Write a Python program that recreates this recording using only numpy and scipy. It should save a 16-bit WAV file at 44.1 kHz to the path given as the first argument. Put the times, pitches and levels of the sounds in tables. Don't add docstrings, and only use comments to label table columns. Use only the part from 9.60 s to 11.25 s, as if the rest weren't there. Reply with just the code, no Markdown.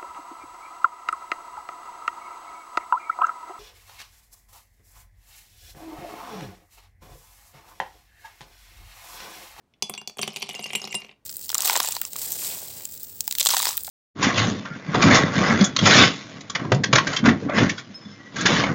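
import sys
import numpy as np
from scipy import signal
from scipy.fft import rfft, irfft
from scipy.io import wavfile

SR = 44100
rng = np.random.default_rng(int(sys.argv[2]) if len(sys.argv) > 2 else 0)


def wav_record(signal):
    frames = np.transpose(np.atleast_2d(signal))
    bounded = np.clip(frames, -1, 1)
    quanta = np.round(bounded * 32767).astype(np.int16)
    wavfile.write(sys.argv[1], SR, quanta)


N = 72765
AGE = np.arange(12288) / SR

KNOCK_HZ, KNOCK_OCT, KNOCK_T60_S = 735, 0.69, 0.013
TABLE_RISE_S = 0.0037
HOLLOW_HZ, HOLLOW_OCT, HOLLOW_T60_S = 2742, 0.34, 0.021
SAG_HZ_PER_S = 476
CUT_ON_HZ = 1970
CLACK_OCT, CLACK_T60_S, OVERTONE_RATIO, OVERTONE_DB = 0.07, 0.016, 1.28, -3
RATTLE_OCT = 0.32
CRACK_HZ, CRACK_OCT, CRACK_T60_S, CRACK_SPREAD_OCT = 8500, 0.36, 0.025, 0.18
SNAP_HZ, SNAP_OCT, SNAP_DB = 13900, 0.12, -9
ATTACK_S, BLOW_S = 0.00028, 0.0025
PILE_DAMP_DB_PER_S = 14
STRIKE_SPREAD_DB, TWIN_SPLIT = 2, 0.014
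JOSTLE_S, JOSTLE_COUNT, JOSTLE_DB, JOSTLE_SPREAD_DB = (0.65, 1.525), 105, -49, 3.5
SETTLE_S, SETTLE_DB_PER_S = 1.355, 74
TICK_COUNT, TICK_HZ, TICK_DB, TICK_T60_S = 280, 6300, -54, 0.012
AIR_DB, AIR_T60_S = 8, 0.12
ROOM_T60_S, ROOM_DB, ROOM_TREBLE_HZ = 0.21, -8, 6500
FLOOR_DB, FLOOR_HZ = -68, 150
TOP_HZ = 15650


def caps():
    # start in seconds, thud in dB, hollow in dB, clack in dB, clack pitch in Hz, crack in dB.
    impacts = [ (0.1376, -76, -58.5, -65, 4300, -95), (0.2235, -32, -28, -18.5, 4850, -31.5),
               (0.2961, -32.5, -35.5, -31.5, 8900, -31), (0.3383, -43, -37.5, -31.5, 4550, -51),
               (0.3497, -44.5, -49, -39, 4600, -56), (0.3769, -44.5, -35, -42, 5900, -51),
               (0.4144, -44.5, -48, -42, 4700, -56), (0.4747, -41.5, -36.5, -27.5, 4700, -35.5),
               (0.4965, -46, -45, -39.5, 4700, -55), (0.5709, -43, -48, -43, 8500, -50),
               (0.5844, -51, -39.5, -38, 4400, -44), (0.5914, -28, -29.5, -63, 5200, -36),
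               (0.6141, -69, -33, -32.5, 5600, -54), (0.6246, -67, -34, -30.5, 4600, -35),
               (0.6304, -30.5, -23.5, -23, 4600, -54.5), (.6380, -52, -37, -58, 4300, -41),
               (0.6768, -30.5, -32, -32, 5900, -36.5), (0.7608, -41, -27.5, -31.5, 4600, -35.5),
               (0.7684, -40.5, -31, -37.5, 4600, -37.5), (.8200, -46.5, -31, -33.5, 4600, -42.5),
               (0.825, -35, -27, -27, 4550, -38), (0.8906, -36, -32, -33.5, 5800, -41),
               (0.8976, -43.5, -34, -38, 4600, -48), (0.9086, -60, -34, -59, 4600, -61),
               (0.9427, -44, -34, -47, 4300, -68), (0.9499, -40, -37, -34, 5100, -42.5),
               (0.993, -33, -35.5, -36, 4700, -47), (1.0413, -68, -41, -32, 4600, -45),
               (1.0580, -38, -33.5, -51.5, 4600, -71.5), (1.0616, -59, -37.5, -36, 5000, -67.5),
               (1.104, -42.5, -30, -60.5, 4500, -58), (1.1327, -34.5, -27.5, -34, 5600, -35.5),
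               (1.151, -32, -20, -28, 4110, -35), (1.156, -45, -26.5, -31.5, 5920, -30),
               (1.2171, -41, -42, -31.5, 5150, -49), (1.2419, -35, -54, -29, 4000, -49.5),
               (1.2517, -54, -39.5, -31.5, 5280, -51), (1.274, -38.5, -37, -38.5, 4480, -63),
               (1.3264, -50, -29.5, -33.5, 5600, -62), (1.3438, -32, -31, -31, 5400, -32),
               (1.3493, -40, -51.5, -29.5, 3900, -43), (1.418, -47.5, -40, -44.5, 4300, -65),
               (1.4464, -46, -41, -48, 4480, -71), (1.4921, -51, -43, -67.5, 4300, -85.5),
               (1.5127, -56.5, -50, -53, 3580, -83)]
    out = np.zeros(N)
    for row in impacts:
        add(out, row[0], impact(*row))

    slots = np.linspace(*JOSTLE_S, JOSTLE_COUNT)
    slot_gap = slots[1] - slots[0]
    for slot, (late, size, low, high, pitch) in zip(slots, scatter(size=(JOSTLE_COUNT, 5))):
        start = slot + late * slot_gap
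        db = JOSTLE_DB + JOSTLE_SPREAD_DB * size + settling(slot)
        bright_db = db + settling(slot)
        rebound = impact(
            start,
            thud_db=db - 3,
            hollow_db=db + JOSTLE_SPREAD_DB * low,
            clack_db=bright_db + JOSTLE_SPREAD_DB * high,
            clack_hz=5600 * np.exp(0.4 * pitch),
            crack_db=bright_db - 27.5)
        add(out, start, rebound)
    return out


def impact(start, thud_db, hollow_db, clack_db, clack_hz, crack_db):
    # pitch in Hz, level in dB, t60 in seconds.
    base_modes = [(3420, -17, .22), (10670, -23, .11)]
    glass = amp(-PILE_DAMP_DB_PER_S * start) * ring(base_modes)
    out = amp(thud_db) * thud()
    out += amp(hollow_db) * hollow(start)
    out += amp(clack_db) * (clack(clack_hz) + glass)
    out += amp(crack_db) * crack()
    return out


def thud():
    # pitch in Hz, level in dB, t60 in seconds.
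    table_modes = [(158.6, -6, 0.16), (212.7, -1, 0.12), (394, 4, 0.058), (734.5, 6.5, 0.034)]
    swell = 1 - np.exp(-(AGE / TABLE_RISE_S) ** 2)
    table = ring(table_modes) * swell
    knock = burst(KNOCK_HZ, KNOCK_OCT, KNOCK_T60_S)
    return blow(table / 2 + knock)


def hollow(start):
    sag = SAG_HZ_PER_S * max(start - JOSTLE_S[0], 0)
    air = burst(HOLLOW_HZ - sag, HOLLOW_OCT, HOLLOW_T60_S)
    mouth = signal.butter(6, CUT_ON_HZ, "high", fs=SR, output="sos")
    return blow(signal.sosfilt(mouth, air))


def clack(hz):
    body = burst(hz, CLACK_OCT, CLACK_T60_S)
    overtone = amp(OVERTONE_DB) * burst(hz * OVERTONE_RATIO, CLACK_OCT, CLACK_T60_S)
    rattle = burst(hz, RATTLE_OCT, CLACK_T60_S) / 2
    return blow(body + overtone + rattle)


def crack():
    hz = CRACK_HZ * 2 ** (CRACK_SPREAD_OCT * rng.standard_normal())
    snap = amp(SNAP_DB) * burst(SNAP_HZ, SNAP_OCT, CRACK_T60_S)
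    return burst(hz, CRACK_OCT, CRACK_T60_S) + snap


def jar_wall():
    # start in seconds, fundamental in dB, overtones in dB, tilt in dB.
    chimes = [(0.378, -40, -44, -9.5), (0.6149, -41, -32, -0.5), (0.957, -36.5, -56, -8),
              (1.0256, -42, -40, -5), (1.041, -34.5, -60.5, 9), (1.1537, -33, -31.5, -5.5),
              (1.3093, -41, -55, -12), (1.351, -29.5, -28.5, -1)]
    # pitch in Hz, level in dB, t60 in seconds.
    wall_modes = [(2802, 0, .21), (7580, -2, .07), (8465, -7, .085), (9604, -2, .085)]
    out = np.zeros(N)
    for start, low_db, high_db, tilt_db in chimes:
        modes = [(hz, low_db + db, t60) for hz, db, t60 in wall_modes[:1]]
        for (hz, db, t60), lean in zip(wall_modes[1:], (-tilt_db, 0, tilt_db)):
            overtone_db = high_db + db + lean + STRIKE_SPREAD_DB * scatter()
            modes.append((hz, overtone_db, t60))
        twins = [(hz * (1 + TWIN_SPLIT * scatter()), db, t60 / 2) for hz, db, t60 in modes]
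        add(out, start, ring(modes) + ring(twins) / np.sqrt(2))
    return out


def ticks():
    out = np.zeros(N)
    for when, size, pitch in scatter(size=(TICK_COUNT, 3)):
        start = np.interp(when, (-1, 1), JOSTLE_S)
        db = TICK_DB + 2 * JOSTLE_SPREAD_DB * size + 2 * settling(start)
        add(out, start, amp(db) * burst(TICK_HZ * 2 ** pitch, RATTLE_OCT / 2, TICK_T60_S))
    return out


def settling(start):
    return -SETTLE_DB_PER_S * max(start - SETTLE_S, 0)


def jar_air(x):
    # time in seconds, pitch in Hz.
    air_tone = [(.56, 3420), (.615, 3120), (.73, 2900), (.765, 3170), (.96, 2840)]
    hz = np.interp(np.arange(N) / SR, *np.transpose(air_tone))
    turn = np.exp(2j * np.pi * np.cumsum(hz) / SR)
    keep = np.exp(-np.log(1000) / (AIR_T60_S * SR))
    ringing = signal.lfilter([1 - keep], [1, -keep], x / turn)
    return x + 2 * amp(AIR_DB) * np.real(turn * ringing)


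def room(x):
    dull = signal.butter(1, ROOM_TREBLE_HZ, fs=SR)
    tail = signal.lfilter(*dull, rng.standard_normal(len(AGE)))
    decay = fade(ROOM_T60_S)
    tail *= decay * (AGE > BLOW_S) / np.sqrt(np.sum(decay ** 2))
    return x + amp(ROOM_DB) * signal.fftconvolve(x, tail)[:N]


def room_tone():
    keep = np.exp(-2 * np.pi * FLOOR_HZ / SR)
    x = signal.lfilter([1], [1, -keep], rng.standard_normal(N))
    return amp(FLOOR_DB) * x / x.std()


def burst(hz, octaves, t60):
    bins_hz = np.maximum(np.fft.rfftfreq(len(AGE), 1 / SR), 1)
    off = np.log2(bins_hz / hz) / octaves
    shape = 1 / np.sqrt(1 + off ** 4 * (1 + off ** 2))
    noise = irfft(rfft(rng.standard_normal(len(AGE))) * shape, len(AGE))
    return blow(noise * fade(t60))


def ring(modes):
    out = np.zeros(len(AGE))
    for hz, db, t60 in modes:
        out += np.sqrt(2) * amp(db) * np.sin(2 * np.pi * hz * AGE) * fade(t60)
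    return out


def fade(t60):
    return np.exp(-np.log(1000) * AGE / t60) * (1 - np.exp(-AGE / ATTACK_S))


def blow(x):
    return x / np.sqrt(np.mean(x[:int(BLOW_S * SR)] ** 2))


def amp(db):
    return 10 ** (np.asarray(db) / 20)


def scatter(size=None):
    return rng.uniform(-1, 1, size)


def add(out, start, x):
    i = int(start * SR)
    out[i:i + len(x)] += x[:max(N - i, 0)]


def scene():
    contacts = jar_air(caps() + ticks())
    return (room(contacts) + jar_wall() + room_tone())[None]


def record(dry):
    thin = signal.sosfilt(signal.butter(1, 60, "high", fs=SR, output="sos"), dry)
    return signal.sosfilt(signal.ellip(8, 0.2, 70, TOP_HZ, fs=SR, output="sos"), thin)


dry = scene()
out = record(dry)
wav_record(out)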